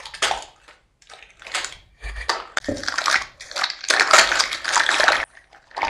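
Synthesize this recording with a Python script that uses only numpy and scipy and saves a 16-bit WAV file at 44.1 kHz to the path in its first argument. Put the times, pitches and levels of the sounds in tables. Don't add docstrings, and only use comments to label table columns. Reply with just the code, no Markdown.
import sys
import numpy as np
from scipy import signal
from scipy.fft import rfft, irfft
from scipy.io import wavfile
from scipy.ndimage import uniform_filter1d, minimum_filter1d

SR = 44100
rng = np.random.default_rng(int(sys.argv[2]) if len(sys.argv) > 2 else 0)


def natural_amplitude(level_db):
    exponent = np.asarray(level_db, float) / 20
    return 10 ** exponent


def file_out(sig):
    cols = np.atleast_2d(sig).T
    lim = np.clip(cols, -1, 1)
    pcm = np.round(lim * 32767).astype(np.int16)
    wavfile.write(sys.argv[1], SR, pcm)


N = 259749

# (frequency [Hz], level per hertz [dB])
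BUCKLE_SPECTRUM = [(120, -51), (200, -33.5), (297, -7.5), (489, -15.5), (588, 0), (1390, -3), (3200, -10.5),
                   (4160, -43), (7040, -120)]
FIBRE_SPECTRUM = [(1530, -4), (2600, -6), (2820, -5.5), (4200, -6), (6390, -8.5), (7540, -11), (8310, -14),
                  (9950, -20.5), (11700, -29.5), (15600, -53.5)]
RUMBLE_SPECTRUM = [(22, -4.5), (40, -1.5), (54, -4), (70, -12.5), (110, -15), (200, -21.5)]
# (frequency [Hz], level per hertz [dB])
HUSH_SPECTRUM = [(90, -10.5), (200, -11), (790, -18.5), (4000, -28.5), (10000, -34.5), (12500, -56)]
# (frequency [Hz], width [Hz], level [dB])
SLIDE_BANDS = [(727, 470, 0.5), (1170, 120, 1.5), (1830, 224, 12.5), (2343, 130, 9), (3300, 790, -9),
               (4600, 480, -7.5), (6750, 540, -14), (9330, 2400, -19.5)]

# (frequency [Hz], level [dB], 60 dB decay time [s])
TABLE_MODES = [(98.4, -7.5, 0.14), (283.4, -1.5, 0.2), (301.6, -0.5, 0.09), (408, 7.5, 0.026),
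               (542.3, -2.5, 0.22), (569, -0.5, 0.16)]
# (time [s], level [dB])
KNOCKS = [
    (2.6854, -18.5),
    (2.716, -19.5),
]

# (frequency [Hz], 60 dB decay time [s])
ROOM_DECAY = [(200, 0.62), (530, 0.44), (1400, 0.3), (3700, 0.38), (9700, 0.14)]
# (start [s], end [s])
SHOTS = [
    (0, 2.5872),
    (2.601, 5.2405),
    (5.243, 6),
]
# (frequency [Hz], width [Hz], gain [dB])
SHADES = [
    [(444, 160, 6), (5680, 1000, -3.5), (9060, 640, 4.5)],
    [(990, 310, -2), (2893, 550, -5), (8200, 600, -5)],
    [(1240, 870, -6.5), (1780, 330, 2), (2840, 1500, -7), (9670, 7200, -8.5)],
]
ROOM_DB = [1.5, -1.5, -2.5]
# (start [s], end [s], frequency [Hz], width [Hz], gain [dB])
COVERS = [(0.41, 0.55, 3000, 700, 6.5), (1.06, 1.42, 1030, 330, -10.5), (1.2, 1.43, 4800, 1300, -9),
          (1.17, 1.35, 2500, 2600, 4.5), (2, 2.1, 5400, 900, -10), (2.57, 2.96, 2630, 860, -7.5),
          (3.39, 3.57, 2880, 570, -20), (3.67, 3.86, 10000, 5000, -22), (1.6, 1.6, 350, 260, 5),
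          (3.9, 4.1, 410, 210, 9.5), (2.77, 2.87, 6000, 1800, 5.5), (5.16, 5.25, 7400, 4000, -5),
          (4.44, 4.64, 800, 600, -6.5), (5.25, 5.5, 6200, 4300, 3)]
# (start [s], end [s])
DULL_SPELLS = [(3.575, 3.632), (3.7, 3.9), (4.06, 4.125), (4.345, 4.398), (4.64, 4.776), (5.135, 5.24),
               (5.76, 5.9)]

# (peak time [s], swell [ms], fade [ms], crackle level [dB], fizz above crackle [dB])
FINGERS = [(0.0, 11, 102, -37.5, 1.5), (0.14, 7.8, 89, -52.5, 16), (0.224, 5.1, 181, -18.5, 0),
           (0.6, 110, 320, -59.5, 1.5), (0.68, 4.9, 82, -42, -0.5), (1.025, 3.4, 360, -71.5, 14),
           (1.1, 24, 310, -45, -3), (1.25, 240, 230, -58.5, -21), (1.468, 110, 170, -36, -5),
           (1.548, 45, 162, -26, 3), (2.293, 2.8, 174, -21.5, -15), (2.5, 470, 330, -53, -10)]
# (peak time [s], swell [ms], fade [ms], crackle level [dB], fizz above crackle [dB])
HANDS = [(2.66, 210, 430, -47, 9.5), (2.781, 47, 520, -52.5, 15.5), (2.979, 10, 213, -30, 1),
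         (3.12, 290, 110, -27, 2.5), (3.412, 10, 2100, -52.5, 11.5), (3.616, 164, 29, -28, 0),
         (3.901, 18, 1060, -24.5, -6.5), (4.09, 200, 120, -26, -5.5), (4.135, 4.5, 116, -10.5, 1),
         (4.19, 46, 90, -13, 1), (4.321, 180, 390, -23, -4.5), (4.401, 22, 25, -18.5, 8),
         (4.53, 30, 100, -34.5, 8), (4.664, 70, 1600, -29.5, -1), (4.891, 10, 840, -23.5, -3),
         (5.1, 800, 2300, -27, -31), (5.369, 770, 280, -50.5, -8), (5.564, 140, 67, -44, -7.5),
         (5.661, 260, 420, -55, -1), (5.78, 92, 3300, -29, -26)]
# (peak time [s], swell [ms], fade [ms], level [dB])
BRUSHES = [(0.33, 1900, 460, -47.5), (1.76, 1100, 570, -48), (2.05, 45, 460, -35.5), (2.18, 47, 110, -35),
           (2.74, 730, 380, -43), (3.22, 500, 620, -45.5), (4.2, 260, 1400, -44), (5.2, 1300, 640, -46),
           (5.89, 91, 100, -31)]
# (peak time [s], swell [ms], fade [ms], level [dB])
SLEEVE = [
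    (5.246, 2, 310, -54.5),
]
# (peak time [s], swell [ms], fade [ms], level [dB])
SLIDES = [(2.04, 69, 230, -32), (2.095, 104, 56, -30.5), (2.165, 36, 180, -35), (2.215, 120, 120, -32)]
# (peak time [s], swell [ms], fade [ms], level [dB], pitch [Hz])
HUMS = [(0.06, 900, 350, -45.5, 892), (0.63, 150, 170, -59.5, 2650), (2.68, 140, 160, -36.5, 1834),
        (2.8, 260, 300, -44, 1587), (0.7, 28, 130, -52.5, 1474), (3.571, 260, 51, -37, 583),
        (3.849, 60, 82, -39.5, 2490), (5.386, 63, 82, -48, 1946), (5.57, 120, 70, -49, 776),
        (5.569, 70, 73, -48, 1467), (5.79, 72, 580, -34.5, 1820)]

# (peak time [s], panel level [dB], panel pitch [Hz], crack above panel [dB], crack pitch [Hz])
PICKS = [(0.0575, -29.5, 2200, 10, 3820), (0.0672, -35, 970, 10, 3900), (0.1382, -25, 1950, -10, 3100),
         (0.1426, -22, 1690, -2, 3570), (0.1509, -32, 2690, 5, 4320), (0.2277, -11, 1900, -3, 3150),
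         (0.2324, -34, 1600, -19, 4630), (0.2699, -19, 1390, 2, 6200), (0.3124, -7.5, 802, -8, 3650),
         (0.376, -21, 940, -4, 7050), (0.4247, -35.5, 630, 16.5, 7300), (0.5625, -44.5, 1250, 0.5, 6880),
         (0.6817, -45.5, 2050, -6, 4890), (0.7102, -35, 2065, -5.5, 3700), (1.0223, -49, 2590, 14.5, 5300),
         (1.0724, -42, 2260, 5, 3410), (1.0992, -36, 2050, 9.5, 5530), (1.1369, -33.5, 680, 5, 3640),
         (1.2264, -29.5, 2460, -3, 3760)]
PULLS = [(1.3049, -40.5, 2255, 3, 6300), (1.372, -50, 2520, 4.5, 6500), (1.3965, -35.5, 2330, 0.5, 7200),
         (1.4212, -26.5, 1450, -3.5, 3430), (1.4683, -18.5, 2430, -5, 3980), (1.5184, -23.5, 2100, 3, 3500),
         (1.541, -17.5, 1980, -6, 3233), (1.549, -20.5, 1305, 6.5, 3300), (1.5663, -14, 2170, -5, 3680),
         (1.6462, -17, 1480, 8.5, 7020), (1.7246, -27, 2170, 2.5, 3420), (2.2858, -32.5, 555, 2.5, 4430),
         (2.2957, -8.5, 950, 2, 4700), (2.3001, -10.5, 1196, 2, 4900), (2.4014, -20.5, 1220, -12, 4300),
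         (2.5727, -3.5, 1493, -8.5, 6830), (2.579, -34, 1940, 7, 4480), (2.5841, -8, 1640, -6.5, 4600)]
PRIES = [(2.6455, -23.5, 1780, 2, 4550), (2.772, -31, 683, 8.5, 4500), (2.8356, -15.5, 1650, -1, 4600),
         (2.8639, -22.5, 1560, 1, 4330), (2.8769, -23, 1400, 10.5, 4830), (2.8844, -6, 1570, 0, 5070),
         (2.9243, -10.5, 1540, -12, 4830), (2.9416, -14.5, 1120, -7, 4830), (2.959, -19.5, 1510, 0, 5070),
         (2.9839, -7.5, 1730, 1, 4700), (2.9883, -9, 1420, -7, 6100), (3.0182, -27, 630.5, 11.5, 3960),
         (3.0413, -23.5, 1540, 8, 4200), (3.0591, -18, 1140, 12, 5100), (3.0717, -9, 1210, -23, 4440),
         (3.0823, -2.5, 1160, -14, 4400), (3.0998, -7, 1510, -4, 5060), (3.114, -18.5, 1290, 11.5, 5550),
         (3.128, -14.5, 1500, 2.5, 3640), (3.1441, -2, 1570, -11, 4120), (3.1569, -6, 1980, -12, 3200),
         (3.161, -3, 2010, -7, 4170), (3.2165, -16.5, 1100, -16, 4680), (3.221, -24.5, 1200, 7, 4600)]
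LIFTS = [(3.3998, -41, 1140, 9, 4100), (3.4094, -40.5, 2270, 19, 3900), (3.5148, -23.5, 1650, 6, 4240),
         (3.5629, -29.5, 553, 16.5, 4400), (3.5684, -25, 600, 10.5, 4600), (3.5736, -16.5, 1430, -14, 3650),
         (3.579, -23.5, 1230, 8.5, 4070), (3.5907, -20.5, 1390, 6, 4490), (3.595, -14, 1380, -3, 4200),
         (3.62, -10, 1160, -14, 4030), (3.6361, -9, 1660, -8, 4440), (3.6404, -12, 2180, 7.5, 3940),
         (3.6438, -12.5, 1050, 1, 3970), (3.702, -25.5, 2410, 16.5, 4350), (3.7348, -27, 1570, -3.5, 3870),
         (3.7912, -33.5, 1430, -4, 3960), (3.8087, -28, 2420, 6.5, 4300), (3.814, -28.5, 1570, -1, 4070),
         (3.8407, -23.5, 2480, 9, 4450), (3.8505, -23.5, 2420, 4.5, 4340)]
TEAR = [(3.887, -27.5, 2380, 21, 6350), (3.9022, -17.5, 2300, 15.5, 4900), (3.908, -7, 1420, 4, 4320),
        (3.9385, -6.5, 1680, -6, 4000), (3.9648, -9, 1660, -4, 4290), (3.9976, -2.5, 2220, -0.5, 4500),
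        (4.0092, -0.5, 1600, -10, 4600), (4.019, -2, 1510, -11.5, 4200), (4.0247, -11, 1420, 0.5, 6001),
        (4.0756, -11.5, 1230, -5.5, 4800), (4.1111, -5.5, 1260, 0.5, 4730), (4.1361, -6, 1350, -5, 3900),
        (4.1588, -3.5, 1340, -11.5, 4100), (4.1828, 3.5, 1750, -10.5, 3720), (4.1882, 2.5, 1400, 2.5, 4310),
        (4.1967, -13.5, 1860, -6.5, 4100), (4.213, -7, 1670, 4.5, 6400), (4.228, -9.5, 1300, -17.5, 4530),
        (4.243, -16.5, 1670, -2.5, 3049), (4.2744, -18, 1770, 4.5, 3320), (4.2907, -18, 1300, 6.5, 3300)]
BUNCH = [(4.312, -17, 840, -9, 4160), (4.3175, -11, 1650, -6, 3450), (4.344, -11, 1640, -17, 3650),
         (4.3988, -15, 1400, -3.5, 4170), (4.4064, -6, 1170, 5.5, 4750), (4.439, -10, 2020, -5, 3900),
         (4.5165, -15.5, 2140, -3, 3000), (4.5315, -18, 1170, 3.5, 3240), (4.5384, -17, 2280, -7.5, 3430),
         (4.548, -18, 1760, 3.5, 4220), (4.5597, -31, 2074, -7, 3750), (4.6467, -17, 1640, 0, 4800),
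         (4.6556, -13.5, 1670, -1.5, 4700), (4.6804, -11.5, 1650, -6, 3830),
         (4.6907, -11.5, 1720, 3.5, 5160), (4.736, -14.5, 1480, -2, 5120), (4.739, -16, 1410, 5, 6440),
         (4.747, -19, 1110, 14.5, 6670), (4.7579, -6, 1830, 2, 7340), (4.763, -9.5, 1530, -5, 6750),
         (4.767, -2.5, 1060, -9, 4900), (4.774, -7.5, 915, -13, 3930), (4.7786, -7.5, 1390, -0.5, 4900)]
CRUMPLE = [(4.798, -13, 1700, 6, 4100), (4.8009, -4, 1830, -14, 5150), (4.8053, -1, 1600, -21, 3930),
           (4.8126, -7.5, 1740, -20, 4470), (4.8359, -16, 1640, 2.5, 3670), (4.8646, -16, 1620, 8, 3430),
           (4.891, -2, 1720, -12, 3550), (4.9158, -12.5, 1080, 2, 3820), (4.9435, -10.5, 2550, 1.5, 3450),
           (4.9634, -12.5, 1420, 4.5, 3460), (5.0, -8.5, 610, 1.5, 4220), (5.0062, -2.5, 1700, -4.5, 3350),
           (5.0342, -1, 1720, -25, 4950), (5.04, -7.5, 640, 1, 4910), (5.0816, 0, 1640, -8, 3830),
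           (5.086, -1, 1380, -9.5, 4150), (5.0905, -5, 848, -16, 4000), (5.102, -13, 1330, 1.5, 3040),
           (5.107, -10.5, 615, -32, 4400), (5.1214, -6.5, 1350, -2.5, 4330),
           (5.1314, -6.5, 1900, -17, 3080), (5.1567, -13, 1800, -3.5, 4290), (5.1675, -17.5, 1000, 3, 3200),
           (5.2022, -10.5, 2050, -12, 3510)]
FOLDS = [(5.303, -39, 1374, -10, 7700), (5.3532, -31.5, 1910, -13, 3460), (5.3727, -25, 1900, -22.5, 3110),
         (5.443, -36, 1830, -10, 3200), (5.5312, -37, 730, 2, 3270), (5.6423, -40, 1600, -8, 3970),
         (5.6777, -49, 910, 1, 3630), (5.7135, -30, 1720, -10.5, 4200), (5.7487, -23.5, 1730, -30, 3120),
         (5.7679, -21.5, 850, -3.5, 4500), (5.7795, -11, 786, -9, 4570), (5.8199, -8.5, 2180, -15, 4700),
         (5.8311, -3.5, 892, -16.5, 3640), (5.8399, -7.5, 1105, -21, 4750), (5.8497, -11.5, 910, -7, 4700),
         (5.872, -12, 907, -11, 4590), (5.8822, -7, 2310, -17, 3100)]
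LATE_CREASES = [(4.9533, -22, 2190, 6.5, 5150), (4.984, -16, 1780, 3, 7770), (5.5481, -30, 1440, -15, 3300)]


def evened(x):
    return x / np.sqrt(np.mean(x ** 2) + 1e-20)


def read(points, hz):
    f, value = np.transpose(points)
    return np.interp(np.log(hz + 1), np.log(f + 1), value, value[0] - 40, value[-1] - 40)


def curve(rows):
    s, *columns = np.transpose(rows)
    return [np.interp(np.arange(N) / SR, s, c) for c in columns]


def coloured(x, points):
    log_gain = np.log(natural_amplitude(read(points, np.abs(np.fft.fftfreq(4096, 1 / SR)))))
    response = np.exp(np.conj(signal.hilbert(log_gain)))
    taps = np.fft.ifft(response).real[:2048]
    return signal.oaconvolve(x, taps / np.linalg.norm(taps))[:len(x)]


def add(mix, s, sound):
    part = mix[round(s * SR):][:len(sound)]
    part += sound[:len(part)]


def ring(hz, cycles, size=900):
    turns = np.arange(size) / SR * hz
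    envelope = (1 - np.exp(-turns / 0.5)) ** 2 * np.exp(-turns / cycles)
    return envelope / envelope.max() * np.sin(2 * np.pi * turns)


def clicks(per_s, spread_db, clump):
    size = natural_amplitude(spread_db * np.minimum(rng.exponential(1, N), 4)) * rng.choice([-1., 1.], N)
    return size * (rng.random(N) < per_s * clump / SR)


def effort(moves, rest_db=-120, column=False):
    t = np.arange(0, N / SR + .001, .0005)
    power = natural_amplitude(rest_db) ** 2
    for s, swell_ms, fade_ms, db, *above in moves:
        start, end = next(piece for piece in SHOTS if s < piece[1])
        rise = np.maximum(s - t, 0) * 1000 / swell_ms
        fall = np.maximum(t - s, 0) * 1000 / fade_ms
        drop_db = 30 * (rise ** 0.68 + fall ** 0.88)
        inside = (t >= start) * (t < end)
        power = power + inside * natural_amplitude(db + column * sum(above) - drop_db) ** 2
    return np.interp(np.arange(N) / SR, t, np.sqrt(power))


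def creases():
    return np.transpose(sorted(PICKS + PULLS + PRIES + LIFTS + TEAR + BUNCH + CRUMPLE + FOLDS + LATE_CREASES))


def shower(db, before_s, after_s):
    marks = np.zeros(N)
    marks[np.round(creases()[0] * SR).astype(int)] = natural_amplitude(db) ** 2
    t = np.arange(-3000, 3001) / SR
    spread = np.exp(np.minimum(t / before_s, -t / after_s))
    return np.sqrt(np.abs(signal.oaconvolve(marks, spread, "same")))


def patchy(x, patchy_db):
    z = signal.stft(x, nperseg=256)[2]
    patches = uniform_filter1d(rng.standard_normal(z.shape), 5, 0)
    patches = uniform_filter1d(patches, 14, 1)
    return signal.istft(z * natural_amplitude(patchy_db * evened(patches)), nperseg=256)[1][:N]


def background():
    reaching = curve([(1.98, 0), (2.03, 1), (2.27, 1), (2.3, 0)])[0]
    shudder_hz = 54.0 * (1 + 0.07 * evened(uniform_filter1d(rng.standard_normal(N), 2500)))
    shudder = np.sqrt(2) * np.sin(2 * np.pi * np.cumsum(shudder_hz) / SR)
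    lumps = coloured(rng.standard_normal(N), RUMBLE_SPECTRUM)
    moving = effort(BRUSHES, rest_db=-64)
    rumble = moving * (lumps * (1 - 0.52 * reaching) + 2.4 * reaching * shudder)
    hiss = coloured(rng.standard_normal(N), [(7500, -10.5), (9500, 4.0), (11500, -22.0)])
    hush = natural_amplitude(-71.5) * coloured(rng.standard_normal(N), HUSH_SPECTRUM)
    return rumble + effort(SLEEVE) * hiss + hush


def crackle():
    rest_db = -94
    creasing = effort(FINGERS + HANDS, rest_db)
    tearing = effort(FINGERS + HANDS, rest_db, column=True)
    s, snap_db, snap_hz, above_db, _ = creases()
    panel_hz = curve(np.transpose([s, snap_hz]))[0]

    clump = natural_amplitude(3.8 * evened(uniform_filter1d(rng.standard_normal(N), 500)))
    clump /= clump.mean()

    pitches = np.geomspace(200, 3000, 17)
    weights = []
    for hz in pitches:
        closeness = .5 + np.exp(-(np.log(hz / panel_hz) / 0.11) ** 2)
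        weights.append(natural_amplitude(read(BUCKLE_SPECTRUM, hz) + 10 * np.log10(hz)) * closeness)
    weights = np.array(weights)
    weights /= np.sqrt((weights ** 2).sum(0))
    buckles = np.zeros(N)
    for hz, weight in zip(pitches, weights):
        train = evened(clicks(190, 3.6, clump))
        tone = ring(hz, cycles=4)
        buckles += signal.oaconvolve(weight * train, tone / np.linalg.norm(tone))[:N]

    bursts = uniform_filter1d(np.abs(clicks(4500, 3.0, clump)), size=21) * rng.standard_normal(N)
    fizz = evened(patchy(coloured(bursts, FIBRE_SPECTRUM), patchy_db=3.5))
    buckle_level = np.hypot(creasing * natural_amplitude(2.23), shower(snap_db - 16.5, 0.001, 0.0028))
    fizz_level = np.hypot(tearing * natural_amplitude(-0.2), shower(snap_db + above_db - 13.5, 0.0012, 0.0018))
    return buckles * buckle_level + fizz * fizz_level


def hums():
    out = np.zeros(N)
    width_hz = 62
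    r = np.exp(-np.pi * width_hz / SR)
    for *move, hz in HUMS:
        rub = clicks(1500, 2.5, 1)
        poles = [1, -2 * r * np.cos(2 * np.pi * hz / SR), r * r]
        out += effort([move]) * evened(signal.lfilter([1, 0, -1], poles, rub))
    return out


def snaps():
    body, grits = np.zeros(N), np.zeros(N)
    rows = creases().T
    draws = rng.random((len(rows), 3))
    t = np.arange(300) / (0.0008 * SR)
    grit = rng.standard_normal((len(rows), 300)) * t * np.exp(-t)
    for (s, db, hz, above_db, crack_hz), (a, b, c), g in zip(rows, draws, grit):
        crack_db = db + above_db
        add(body, s - 1.284 / hz, natural_amplitude(db - 2.0) * ring(hz, cycles=2.16))
        add(body, s + 0.00388 * (a - .4), natural_amplitude(db - 14.5) * ring(hz * (0.75 + 0.9 * b), cycles=1.3))
        add(body, s - .0012, natural_amplitude(db - 27.0) * ring(290 + 180 * c, cycles=0.29, size=2000))
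        add(body, s - 1.25 / crack_hz, natural_amplitude(crack_db - 7.0) * ring(crack_hz, cycles=6.6))
        g = np.convolve(g, ring(crack_hz, cycles=0.97, size=80))
        add(grits, s - .0014, natural_amplitude(crack_db + 3.5) * g / np.linalg.norm(g))
    return body + coloured(grits, FIBRE_SPECTRUM)


def room_tail():
    taps = np.zeros(SR)
    at = np.arange(160, SR - 20, 20)
    taps[at + rng.integers(0, 20, len(at))] = rng.choice([-1., 1.], len(at))
    hz, t, z = signal.stft(taps, SR, nperseg=256)
    decay_hz, decay_s = np.transpose(ROOM_DECAY)
    t60 = np.interp(np.log(hz + 1), np.log(decay_hz), decay_s)
    tail = signal.istft(z * natural_amplitude(-60 * t / t60[:, None]), SR, nperseg=256)[1]
    return tail / np.linalg.norm(tail)


def shaded(x, bells):
    hz = np.fft.rfftfreq(N, 1 / SR)
    gain_db = sum(db * np.exp(-(2 * (hz - f) / width) ** 2) for f, width, db in bells)
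    return irfft(rfft(x) * natural_amplitude(gain_db), N)


def covered(x):
    hz, t, z = signal.stft(x, SR, nperseg=512)
    db = np.zeros(z.shape)
    for start, end, band_hz, width, gain_db in COVERS:
        bell = np.exp(-(2 * (hz - band_hz) / width) ** 2)
        presence = np.clip(np.minimum(t - start, end - t) / 0.024 + .5, 0, 1)
        db += gain_db * np.outer(bell, presence)
    return signal.istft(z * natural_amplitude(db), SR, nperseg=512)[1][:N]


def slide():
    noise, hz = rfft(rng.standard_normal(N)), np.fft.rfftfreq(N, 1 / SR)
    bands = sum(natural_amplitude(db) / (1 + (2 * (hz - f) / width) ** 2) ** 1.07 for f, width, db in SLIDE_BANDS)
    bands += natural_amplitude(-12) * hz / (hz + 600) / (1 + (hz / 6000) ** 6)
    return effort(SLIDES) * evened(patchy(irfft(noise * bands, N), patchy_db=2.5))


def table():
    out, t = np.zeros(N), np.arange(SR // 2) / SR
    modes = sum(natural_amplitude(db - 60 * t / t60) * np.sin(2 * np.pi * hz * t) for hz, db, t60 in TABLE_MODES)
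    soft_contact = 1 - np.exp(-t / 0.0019)
    for s, db in KNOCKS:
        add(out, s, natural_amplitude(db) * modes * soft_contact)
    return out


def scene():
    t = np.arange(N) / SR
    far = background()
    soft = crackle() + hums() + table()
    sharp = snaps()
    rub = slide()
    sent = natural_amplitude(-7.5) * soft + natural_amplitude(-9.0) * sharp

    tails = [room_tail() for _ in range(3)]
    sway = 2 * np.pi * t * 7.0
    out = np.zeros(N)
    for (start, end), bells, room_db in zip(SHOTS, SHADES, ROOM_DB):
        inside = (t >= start) * (t < end)
        wet = np.zeros(N)
        for k, tail in enumerate(tails):
            share = np.sqrt(2 / 3) * np.cos(sway + k * np.pi / 3)
            wet += signal.fftconvolve(inside * sent * share, tail)[:N]
        fade = np.clip(np.minimum(t - start + (start == 0), end - t) / .0006, 0, 1)
        near = shaded(soft + sharp + rub + natural_amplitude(room_db) * wet, bells)
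        out += fade * (covered(near) + far)
    return out[None]


def roll_off(x):
    return signal.sosfilt(signal.butter(12, 15760, fs=SR, output="sos"), x)


def record(dry):
    peak = -minimum_filter1d(-np.abs(dry), size=61, axis=1)
    held = dry * uniform_filter1d(1 / np.maximum(peak, 1), size=61, axis=1)
    limited = signal.oaconvolve(held, signal.firwin(255, 15600, fs=SR)[None], "same")
    low_pass = signal.firwin(255, 12200, window=("kaiser", 7), fs=SR)
    dull = signal.oaconvolve(limited, low_pass[None], "same")
    t = np.arange(N) / SR
    kept = 1 - sum((start < t) * (t < end) for start, end in DULL_SPELLS)
    mix = dull + (limited - dull) * uniform_filter1d(kept * 1., size=201)
    return roll_off(mix)


dry = scene()
out = record(dry)
file_out(out)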